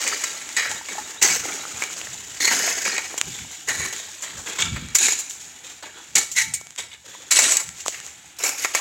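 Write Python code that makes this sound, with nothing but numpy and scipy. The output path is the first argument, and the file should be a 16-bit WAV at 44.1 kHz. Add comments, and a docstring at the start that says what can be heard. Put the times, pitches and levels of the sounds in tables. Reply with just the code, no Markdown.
"""Grit crunches as a steel hoe is dragged and chopped through broken brick, stroke after stroke.
Tiny collisions make the crunch and shake the blade, which chatters when pulled and rings when struck.
Lumps tumble, chips clink and loose grit trickles; house walls answer faintly.
Behind it are a distant wash, a low hum, puffs of wind on the microphone and a small far-off bird."""
import sys
import numpy as np
from scipy import signal
from scipy.fft import rfft, irfft
from scipy.io import wavfile

SR = 44100
rng = np.random.default_rng(int(sys.argv[2]) if len(sys.argv) > 2 else 0)


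def log_audio(samples):
    """Write samples as a 16-bit WAV file to the path given in sys.argv[1]."""
    # one column per channel
    frames = np.atleast_2d(samples).T
    # limit to full scale, then quantise
    limited = np.clip(frames, -1, 1)
    pcm = np.round(limited * 32767).astype(np.int16)
    wavfile.write(sys.argv[1], SR, pcm)


N = 388432
TIME_S = np.arange(N) / SR

# crushed grit spectrum: freq_hz, level_db
GRIT_SPECTRUM = [(1000, -34), (2400, -6.5), (2850, -2.5), (3400, -6), (4200, -3), (5100, -3), (6100, 2),
                 (7300, 3), (8200, -3.5), (9300, -12), (12000, -28.5), (16000, -54.5)]
# fine sand spectrum: freq_hz, level_db
SAND_SPECTRUM = [(6000, -42), (9000, -3.5), (10200, -2.5), (11500, 4), (13000, -1.5), (15800, -2)]
# rolling lump spectrum: pitch_ratio, level_db
LUMP_SPECTRUM = [(.15, -20), (.35, -5.5), (.65, -0.5), (1, 4), (1.5, 1), (2, 5.5), (2.9, 4), (4, 11.5),
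                 (8.5, -22)]


def undb(db):
    """Decibels to gain."""
    return 10 ** (np.asarray(db) / 20)


def unit(x):
    """Scale to rms 1."""
    return x / np.sqrt(np.mean(x ** 2) + 1e-18)


def add(out, start_s, x):
    """Mix x into out from start_s."""
    i = max(int(start_s * SR), 0)
    out[i:i + len(x)] += x[:max(N - i, 0)]


def response(spectrum, size=2048):
    """Minimum-phase impulse response of a spectrum; energy 1."""
    hz, db = np.transpose(spectrum)
    bins_hz = np.arange(size // 2 + 1) * SR / size
    gain = undb(np.interp(np.log(bins_hz + 1), np.log(hz), db))
    cepstrum = irfft(np.log(gain))
    cepstrum[1:size // 2] *= 2
    cepstrum[size // 2 + 1:] = 0
    impulse = irfft(np.exp(rfft(cepstrum)))
    return impulse / np.linalg.norm(impulse)


def through(x, impulse):
    """Convolve with an impulse response scaled to energy 1."""
    return signal.fftconvolve(x, impulse / np.linalg.norm(impulse))[:len(x)]


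def colour(x, spectrum, size=2048):
    """Impose a spectrum; white input keeps its power."""
    return through(x, response(spectrum, size))


def resonate(x, hz, width_hz):
    """One resonance; white input keeps its power."""
    b, a = signal.iirpeak(hz, hz / width_hz, fs=SR)
    return signal.lfilter(b, a, x) * np.sqrt(SR / (np.pi * width_hz))


def low_cut(x, hz):
    """Second-order high-pass."""
    return signal.sosfilt(signal.butter(2, hz, "high", fs=SR, output="sos"), x)


def fade(t, t60_s):
    """Exponential decay, 60 dB down at t60_s."""
    return np.exp(-np.log(1000) * t / t60_s)


def walk(rate_hz, size=N):
    """Random wander, spread near 1."""
    steps = rng.standard_normal(size // 20 + 4)
    return 1.2 * np.interp(np.arange(size) * rate_hz / SR, np.arange(len(steps)), steps)


def contacts(size, rate_hz, spread_db, clump_db, clump_hz):
    """Tiny uneven collisions, bunched as the heap sticks and slips; rms 1."""
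    happens = rng.random(size) < rate_hz / SR
    strength = undb(spread_db * np.minimum(rng.exponential(size=size), 4))
    bunches = undb(clump_db * walk(clump_hz, size))
    return unit(happens * strength * rng.choice([-1, 1], size) * bunches)


def steel(t, spot_hz, ring_share, focus_db):
    """Blade modes: the contact spot weights those near spot_hz; soil shortens them to ring_share."""
    # free blade: mode_hz, level_db, t60_s
    modes = [(886, -5.5, 1), (1355, -5, 1), (1465, -18, 0.23), (1616, -3.5, 0.73), (1806, -1, 0.39),
             (1880, -4.5, 0.74), (1965, 6.5, 0.17), (2003, -16, 0.24), (2130, 9, 0.1), (2255, 4, 0.49),
             (2402.3, 1.5, 0.29), (2522, 5.5, 0.18), (2886, 5.5, 0.32), (3240, -4.5, 0.83),
             (3644, 0, 0.204), (3930, 4, 0.43), (4330, 5.5, 0.24), (4594, 7.5, 0.27), (5000, 6, 0.1),
             (5100, 1, 0.134), (5450, -21, 0.14), (5496, 9, 0.11), (6600, -1, 0.48), (7070, 2, 0.19),
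             (6700, 4, 0.37), (7550, -9, 0.41), (7060, -42.5, 0.08), (7200, 9, 0.064), (7830, 20, 0.072),
             (8480, -11.5, 0.0467)]
    hz, db, t60_s = np.transpose(modes)[:, :, None]
    near = np.exp(-(np.log(hz / spot_hz) / .12) ** 2)
    gain = undb(db + focus_db * near + 2.4 * rng.standard_normal(hz.shape))
    cycles = hz * t * (1 + 0.002 * rng.standard_normal(hz.shape)) + rng.random(hz.shape)
    partials = gain * fade(t, t60_s * max(ring_share, .05)) * np.sin(2 * np.pi * cycles)
    return partials.sum(0) / np.linalg.norm(gain)


def lumps(start_s, size):
    """Brick lumps of many sizes, each knocking at its own pitch; rms 1."""
    # lump pitch, higher for smaller pieces: time_s, pitch_hz
    pitch_curve = [(.6, 514), (1.2, 382), (6.2, 438), (8.4, 673)]
    base_hz = np.interp(start_s, *np.transpose(pitch_curve))
    knocks = np.zeros(size)
    for hz in base_hz * np.geomspace(.45, 4, num=14) * np.exp(.07 * rng.standard_normal(14)):
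        hits = contacts(size, rate_hz=170, spread_db=2.5, clump_db=4.5, clump_hz=60)
        knocks += resonate(hits, hz, width_hz=hz / 9)
    return unit(colour(knocks, np.array(LUMP_SPECTRUM) * [base_hz, 1]))


def rubble(start_s, force, chatter_db, lump_db, chatter_hz=2168, width_hz=2000, rasp_hz=3520,
           rasp_db=-9.5, scrape_hz=6988, scrape_db=-0.5, sand_db=-18.5, tilt_db_per_oct=6.5):
    """Grit crushes, the blade shakes and lumps roll in the same jerks; defaults are for loose rubble."""
    size, t = len(force), np.arange(SR // 8) / SR
    force = force * unit(undb(2.17 * walk(75.65, size)))
    cracks = force * contacts(size, rate_hz=5500, spread_db=3.4, clump_db=2, clump_hz=350)
    edge = force * contacts(size, rate_hz=9000, spread_db=5, clump_db=2, clump_hz=300)
    bumps = force * contacts(size, rate_hz=2000, spread_db=2, clump_db=3, clump_hz=150)
    # in soil, the blade answers each contact with a tick and a brief ring
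    ring = steel(t, chatter_hz, ring_share=.11, focus_db=-6)
    plate = ring / np.linalg.norm(ring) + undb(7.5) * (t == 0)
    chatter = through(bumps, resonate(resonate(plate, chatter_hz, width_hz), chatter_hz, 1500))
    rasp = through(edge, resonate(resonate(plate, rasp_hz, 810), rasp_hz, 960))
    scrape = through(edge, resonate(colour(plate, GRIT_SPECTRUM), scrape_hz, 760))
    tilted = [(hz, db + tilt_db_per_oct * np.log2(hz / SAND_SPECTRUM[0][0])) for hz, db in SAND_SPECTRUM]
    sand = undb(sand_db) * colour(cracks, tilted)
    grit = colour(cracks, GRIT_SPECTRUM) + undb(rasp_db) * rasp + undb(scrape_db) * scrape
    rolling = force * undb(lump_db) * lumps(start_s, size)
    return undb(-5.5) * grit + sand + undb(chatter_db - 4.5) * chatter + rolling


def strokes():
    """The blade sinks in, eases through the heap, and the heap settles; returns sound and load."""
    # hoe pulls: start_s, rise_s, pull_s, level_db, sag_db, release_t60_s, chatter_db, lump_db,
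    # chatter_hz, width_hz, rasp_hz, rasp_db, scrape_hz, scrape_db, sand_db, tilt_db_per_oct
    pulls = [ (0.0, 0.00167, 0.15, -23, 0, 1, -4.5, -14.5, 2024, 2117, 5100, -11, 6200, -4, -19, 14),
             (0.563, 0.013, .06, -26, 5, .5, 8, -9.5, 1804, 606, 5030, -2.5, 6060, -4, -17, 8.5),
             (1.214, .02, .1, -16, 3.5, 0.49, -4, -14.5, 2045, 500, 4790, -16, 6200, 1.5, -15, 14),
             (2.401, .012, 0.079, -21, 1, 0.17, 2.5, -13.5, 2060, 200, 4300, 1.5, 6400, 4.5, -13.5, 4),
             (2.505, 0.013, .28, -22, 7.5, 0.64, 1, -9.5, 2030, 500, 5200, -5, 6400, 4, -14, 0),
             (2.845, 0.019, 0.09, -23, 8.5, 0.73, 1.5, -8.5, 2078, 1173, 5330, -6.5, 6440, -0.5, -22.5, 11.5),
             (3.672, 0.0083, 0.17, -26.5, 1, .3, 2, -10.5, 1940, 323, 3920, -4.5, 6700, 2, -17, -5),
             (4.582, .02, 0.021, -22, 1.5, 0.39, -0.5, -16, 1737, 3000, 3420, 2, 6960, 0.5, -24, 12),
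             (4.947, 0.0058, 0.0037, -11.5, 7, .06, -13, -19.5, 2265, 679, 4220, -11.5, 6800, 7, -10, -7),
             (4.984, .004, 0.079, -18, -0.5, 0.513, -5, -18.5, 2110, 680, 4040, -7, 7000, 4, -17.5, -17),
             (6.152, 0.0053, 0.033, -13.5, 4, .2, -7, -16, 2128, 370, 4129, -8.5, 6700, -2.5, -16.5, -26.5),
             (6.352, .025, .045, -20.5, 3.5, 0.2, 2, -30, 2006, 210, 4000, -4, 6300, 2, -13, -20),
             (6.776, .012, 0.0104, -28.5, 3.5, 0.27, -0.5, -9, 2250, 980, 3440, 2, 7900, 0, -21, -6),
             (7.306, 0.011, .13, -13, 3, .2, -7, -19, 2205, 1486, 4150, -8, 7930, -3, -18.5, -17.5),
             (7.45, .03, .06, -16.5, 2, .22, -10.5, -16, 2150, 1500, 4570, -29, 7900, 0.5, -23, -14),
             (8.385, 0.081, 0.023, -22, 4, 0.4, -8, -7, 2160, 1990, 5560, -3, 6800, -1.5, -10, -1),
             (8.57, 0.074, 0.011, -26, 4.5, 0.27, -2.5, -9, 2150, 2000, 5620, -7.5, 6740, 1.5, -11, -5.5),
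             (8.735, 0.016, 0.044, -24.5, 7, .3, 4, -8.5, 2147, 2010, 5753, -8, 6500, 0.5, -12, -8)]
    out, load = np.zeros(N), np.zeros(N)
    for start_s, rise_s, pull_s, level_db, sag_db, release_t60_s, *timbre in pulls:
        t = np.arange(int((rise_s + pull_s + release_t60_s) * SR)) / SR
        sink = np.minimum(t / rise_s, 1) ** 0.569
        ease = undb(np.interp(t, [rise_s, rise_s + pull_s], [level_db, level_db - sag_db]))
        settle = fade(np.maximum(t - rise_s - pull_s, 0), release_t60_s)
        force = sink * ease * settle
        add(out, start_s, rubble(start_s, force, *timbre))
        add(load, start_s, force)
    return out, load


def trickle(flow, count=24):
    """Overlapping slides of loose grit, each ringing in its own way."""
    out, hop = np.zeros(N), N // count + 1
    for centre in range(0, N + hop, hop):
        i = np.arange(max(centre - hop, 0), min(centre + hop, N))
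        start_s = i[0] / SR
        swell = np.cos(np.pi / 2 * (i - centre) / hop)
        add(out, start_s, rubble(start_s, flow[i] * swell, chatter_db=-6.5, lump_db=-15))
    return out


def splinters(motion, count=420):
    """Hard brick splinters tinkle at random pitches, louder as the heap moves."""
    out, t = np.zeros(N), np.arange(SR // 16) / SR
    for when, pitch, weakness in rng.random((count, 3)):
        hz = 3500 * 3.6 ** pitch
        db = np.interp(hz, *np.transpose(GRIT_SPECTRUM)) / 2 - 12 * weakness + 1
        ping = np.sin(2 * np.pi * hz * t) * fade(t, t60_s=.045)
        add(out, when * N / SR, motion[int(when * N)] * undb(db) * ping)
    return out


def distant_wash():
    """Far surroundings: slowly wavering noise."""
    # freq_hz, level_db
    spectrum = [(25, -17), (60, -10.5), (100, -10.5), (300, 4.5), (550, -9), (820, 6), (1130, -6.5),
                (1400, 3), (2760, 2.5), (3900, 1), (5200, -20), (6920, 1.5), (10000, -12), (16000, -25)]
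    return colour(rng.standard_normal(N), spectrum) * undb(-54 + 3.4 * walk(rate_hz=2.002))


def hum(pitch_hz=79, level_db=-67.5):
    """A low, wavering hum of narrow-band noise."""
    band = resonate(rng.standard_normal(N), pitch_hz, width_hz=13.7)
    return unit(resonate(band, pitch_hz, width_hz=25)) * undb(level_db)


def wind():
    """A faint breeze and short puffs buffet the microphone port."""
    # buffeting: freq_hz, level_db
    spectrum = [(25, -40.5), (50, -5), (85, 2), (170, 0.5), (260, -8), (500, -27.5), (1500, -70.5)]
    # puffs: peak_s, length_s, level_db
    gusts = [(0.728, 0.069, -46), (1.328, 0.26, -51), (1.768, 0.077, -50.5), (2.172, 0.22, -51),
             (2.476, .2, -54), (3.294, 0.076, -34.5), (3.42, 0.082, -37), (3.8, 0.202, -43),
             (4.405, 0.11, -46), (4.681, 0.143, -36), (4.779, 0.21, -32.5), (6.48, .14, -41.5),
             (7.702, 0.0912, -47)]
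    puffs = sum(undb(db) * np.exp(-(2 * (TIME_S - peak_s) / length_s) ** 2)
                for peak_s, length_s, db in gusts)
    rumble = colour(rng.standard_normal(N), spectrum, size=8192)
    flutter = undb(-3 + 2.8 * walk(rate_hz=25))
    return rumble * (undb(-61) + puffs) * flutter


def stray_chips(motion, knock_db, crack_db, count, spread_db=12, ring_cycles=14):
    """Rows for chips falling at random, denser and louder where the heap moves more."""
    chance, pitch, weakness = rng.random((count, 3)).T
    i = np.searchsorted(np.cumsum(motion) / motion.sum(), chance).clip(0, N - 1)
    db = 20 * np.log10(motion[i] + 1e-9) - spread_db * weakness
    hz = 700 * 7 ** pitch
    return list(zip(i / SR, db + knock_db, hz, db + crack_db, ring_cycles / hz))


def chips(flow, load):
    """Brick chips knock together, and once the blade gives a high clink: a sharp crack and two quickly damped
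    modes each."""
    # loudest chips, and at 6.538 s a high clink of the blade: start_s, knock_db, pitch_hz, crack_db, t60_s
    loudest = [(0.04, -19, 2420, -19.5, 0.0094), (0.067, -15, 2490, -29, 0.0095),
               (.084, -14, 2270, -26.5, .012), (0.126, -18, 1310, -35, 0.0283),
               (.134, -16, 1876, -33, 0.012), (.491, -28, 2340, -21, 0.0131), (0.715, -26, 855, -17, 0.063),
               (0.812, -27, 900, -42, 0.0313), (.982, -20, 845.6, -32.5, 0.08),
               (1.455, -20.5, 814, -32, 0.015), (1.521, -26, 2320, -28.5, .061),
               (1.653, -20, 1370, -31, 0.0117), (1.838, -18, 2420, -15, .011),
               (1.902, -24.5, 1410, -36.5, 0.011), (1.981, -27, 1910, -24, .008),
               (2.071, -22, 1880, -41, .013), (2.015, -12, 2925, -38, 0.0026),
               (3.142, -16, 650, -39, 0.0051), (3.2137, 2.5, 3240, -3, 0.00089),
               (3.964, -29.5, 2854, -22.5, .008), (4.887, -27.5, 1990, -27, .005),
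               (5.309, -23, 3530, -29, 0.0034), (6.538, -17, 8706, -22.5, 0.067),
               (6.613, -21.5, 1000, -28, 0.0028), (6.67, -48, 3390, -29.5, .004),
               (6.707, -30.5, 1900, -28.5, .002), (6.723, -40, 4400, -40.5, .003),
               (6.762, -35.5, 2520, -27, 0.00235), (7.15, -30.5, 1010, -42, 0.021),
               (7.494, -29, 2013, -14.5, .008), (7.691, -31.5, 2420, -21, 0.0063),
               (7.862, -10, 1156, -18.5, 0.0064), (7.882, -11, 650, -9.5, 0.0071),
               (8.002, -38.5, 2180, -24, .008), (8.065, -20, 6700, -38, .008)]
    # a chip's crack: freq_hz, level_db
    crack_spectrum = [(200, -35.5), (800, 5), (2800, 12.5), (4500, 6.5), (6800, 17), (8200, 12),
                      (10000, -2.5), (16000, -15.5)]
    falling = stray_chips(flow, knock_db=10.5, crack_db=5, count=50)
    dragged = stray_chips(load, knock_db=-3.5, crack_db=-12, count=60)
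    out, crack = np.zeros(N), response(crack_spectrum, size=4096)
    t = np.arange(len(crack)) / SR
    for start_s, knock_db, pitch_hz, crack_db, t60_s in list(loudest) + falling + dragged:
        phase = 2 * np.pi * pitch_hz * t
        overtone_gain = 0.18 * min(4000 / pitch_hz, 1) ** 4
        knock = (np.sin(phase) + overtone_gain * np.sin(1.52 * phase)) * fade(t, t60_s)
        add(out, start_s, undb(knock_db) * knock + undb(crack_db + 14.5) * crack)
    return low_cut(out, hz=407)  # too small to radiate bass


def blows():
    """The blade bites: a burst of crushed brick, a dull knock and a steel ring."""
    # bites: start_s, level_db, crunch_t60_s, body_db, ring_db, spot_hz, ring_share
    bites = [(0.238, -18, .06, -9, -1.5, 1470, 0.76), (.566, -20, 0.091, -23, 8.5, 1830, 0.92),
             (0.886, -35.5, 0.092, 6.5, 10, 2255, 0.79), (1.225, -6.5, 0.062, -21, -4, 1700, 0.235),
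             (1.3, -19, 0.074, -6, 5, 2200, .3), (1.821, -26, 0.044, 6, 2.5, 2360, 0.48),
             (2.477, -22, 0.043, 3, 13.5, 2030, 0.378), (2.676, -21.5, 0.043, 3.5, -10, 2100, .3),
             (2.852, -18, 0.028, -4.5, 3, 2360, 0.24), (2.964, -23.5, 0.0082, -5, 9, 2404, .2),
             (2.979, -28.5, 0.11, 4.5, 19.5, 2450, 0.16), (3.178, -19, 0.05, -9.5, 2, 3110, 0.12),
             (3.686, -20.5, 0.12, -5, 6.5, 1860, 0.375), (3.927, -30.5, 0.055, -1, 7.5, 1900, .33),
             (4.223, -25.5, 0.15, -12.5, -10, 2511, 0.65), (4.587, -26.5, 0.063, 5.5, 7.5, 1450, 0.5),
             (4.761, -37.5, 0.099, 10, 9, 2520, 0.75), (4.953, -8.5, 0.099, -16, -7, 2150, 0.39),
             (4.985, -10, 0.039, -28, -28, 2225, .4), (5.083, -16.5, 0.048, -2.5, -4, 2200, 0.48),
             (5.189, -21.5, 0.147, -20.5, -26, 2200, 0.266), (5.296, -30, 0.36, -33.5, -20, 3160, .3),
             (5.825, -43, 0.049, 8.5, 9.5, 1618, 0.64), (6.155, -8, 0.0436, -22, -5, 1973, .33),
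             (6.183, -11, 0.0563, -23, -10, 2205, 0.34), (6.315, -26.5, 0.22, -25, -25, 6300, 0.37),
             (6.362, -23, 0.091, -13.5, -4, 1980, 0.33), (6.385, -17.5, 0.049, -20, 3.5, 2180, .44),
             (6.417, -16.5, 0.04, -38, -1.5, 5540, 0.49), (6.54, -17.5, 0.096, -27.5, -11, 2290, 0.746),
             (6.785, -26.5, 0.12, -13, -1.5, 2183, 0.75), (7.311, -10.5, 0.083, -25, -26.5, 2190, .3),
             (7.322, -9.5, 0.053, -16, -7, 2200, 0.36), (7.388, -10, 0.15, -9.5, -0.5, 2090, .4),
             (7.519, -13.5, 0.11, -10.5, -22.5, 2200, .3), (7.569, -9, 0.036, -22.5, 3.5, 7720, 0.41),
             (7.598, -20.5, 0.117, -7.5, -34, 2200, .22), (8.437, -15.5, 0.13, -8.5, -3.5, 2220, .33),
             (8.491, -15, 0.042, -9, -13.5, 2200, 0.19), (8.647, -17.5, 0.0358, 5.5, 4.5, 1808, 0.13),
             (8.749, -9.5, 0.042, -5, -5, 2250, 0.14)]
    out, t = np.zeros(N), np.arange(SR // 3) / SR
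    for start_s, level_db, crunch_t60_s, body_db, ring_db, spot_hz, ring_share in bites:
        burst = contacts(len(t), rate_hz=12000, spread_db=2, clump_db=1.5, clump_hz=500)
        burst *= fade(t, crunch_t60_s)
        grit = colour(burst, GRIT_SPECTRUM) + undb(-8) * colour(burst, SAND_SPECTRUM)
        crunch = 0.41 * grit + 0.26 * resonate(grit, 7250, width_hz=1060)
        body = low_cut(colour(burst, np.array(LUMP_SPECTRUM) * [540, 1]), hz=256)
        # the ring builds while the edge grinds in
        ring = steel(t, spot_hz, ring_share, focus_db=13) * (1 - fade(t, .005))
        add(out, start_s, undb(level_db) * (crunch + undb(body_db) * body + undb(ring_db) * ring))
    return out


def scuffs(rise_share=0.082, fall_db=9.5):
    """Rubble gives way quickly under a foot or the resting blade, then settles."""
    # shifts: start_s, length_s, level_db, chatter_db, lump_db, rasp_db
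    shifts = [(0.69, 0.085, -28, -17.5, -9, -21), (0.873, 0.31, -34, -4.5, -6.5, -11),
              (1.421, 0.296, -29.5, -3, -6.5, -24), (1.742, 0.24, -32.5, -4.5, -12, -23),
              (1.961, .06, -30.5, -21, -11.5, -17), (2.069, 0.028, -39, -1.5, -5, -4.5),
              (3.09, 0.118, -44, -5.5, -2, -10.5), (3.309, .16, -34.5, -3, -21.5, -3),
              (3.506, .07, -34, -6.5, -20, -6.5), (3.919, 0.17, -32.5, -5, -15, -3.5),
              (4.224, .16, -40.5, 4.5, -4.5, 3.5), (4.367, 0.0605, -33.5, -21.5, -9, -15.5),
              (4.455, 0.14, -29.5, -2, -7, -3.5), (4.72, 0.23, -44, 7, -6, 4),
              (5.195, 0.18, -49, -20.5, -45, -16), (5.392, 0.15, -37.5, -13.5, -29.5, -23.5),
              (5.633, .13, -36.5, -5.5, -13.5, -3.5), (5.822, 0.08, -40, 2, 0, 2),
              (5.935, 0.136, -47, -2, 0, 6), (6.913, 0.049, -45, 7.5, -9, 5),
              (7.037, 0.31, -40, -6.5, -8.5, -2), (7.755, 0.14, -36, -8, -24, -15.5),
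              (7.852, .09, -27.5, -19.5, -19, -14), (7.92, 0.12, -36, 1.5, -13.5, -11.5),
              (8.031, .09, -37.5, -13, -12, -22)]
    out = np.zeros(N)
    for start_s, length_s, level_db, chatter_db, lump_db, rasp_db in shifts:
        progress = np.arange(int(3 * length_s * SR)) / (length_s * SR)
        force = np.minimum(progress / rise_share, 1) * undb(level_db - fall_db * progress ** 2)
        add(out, start_s, rubble(start_s, force, chatter_db, lump_db, rasp_db=rasp_db))
    return out


def bird():
    """Thin upward whistles that level off."""
    # notes: start_s, length_s, first_hz, last_hz, level_db
    notes = [(0.751, 0.052, 3450, 3970, -38), (0.893, 0.039, 3450, 3910, -39),
             (1.018, 0.056, 3400, 3850, -42), (1.163, 0.046, 3300, 3970, -39),
             (1.595, 0.043, 3650, 4010, -36)]
    out = np.zeros(N)
    for start_s, length_s, first_hz, last_hz, level_db in notes:
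        progress = np.linspace(0, 1, int(length_s * SR))
        hz = first_hz + (last_hz - first_hz) * np.sin(np.pi / 2 * progress)
        whistle = np.sin(2 * np.pi * np.cumsum(hz) / SR)
        add(out, start_s, undb(level_db) * np.sin(np.pi * progress) * whistle)
    return out


def walls(x, t60_s, wet_db):
    """Sparse, faint reflections from house fronts and plants."""
    t = np.arange(SR // 2) / SR
    echoes = contacts(len(t), rate_hz=2500, spread_db=0, clump_db=3.5, clump_hz=118)
    return undb(wet_db) * through(x, echoes * fade(t, t60_s) * (1 - fade(t, 0.06)))


def scene():
    """The hoe at work on a dirt road between houses."""
    # flow of loose grit: time_s, level_db
    flow_curve = [(0, -34), (1.15, -37), (1.2, -42.5), (1.5, -34.5), (2.35, -35.5), (3.0, -34),
                  (3.6, -39.5), (4.1, -37), (4.9, -43.5), (5.5, -44.5), (5.7, -46.5), (6.1, -44.5),
                  (6.3, -45), (6.95, -50.5), (7.7, -42), (8.15, -44.5), (8.33, -48.5), (8.81, -32)]
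    flow = undb(np.interp(TIME_S, *np.transpose(flow_curve)))
    dragging, load = strokes()
    direct = dragging + scuffs() + trickle(flow) + blows() + splinters(load + flow) + bird()
    clinks = chips(flow, load)
    echoes = walls(direct + 0.13 * clinks, t60_s=0.47, wet_db=-13)
    return (direct + clinks + echoes + distant_wash() + hum() + wind())[None]


def record(dry):
    """The recorder thins the deep bass, clips the highest peaks and cuts the top."""
    clipped = np.clip(low_cut(dry, hz=32), -.92, .92)
    top_cut = signal.ellip(10, .2, 70, 15900, fs=SR, output="sos")
    return signal.sosfilt(top_cut, clipped)


dry = scene()
out = record(dry)
log_audio(out)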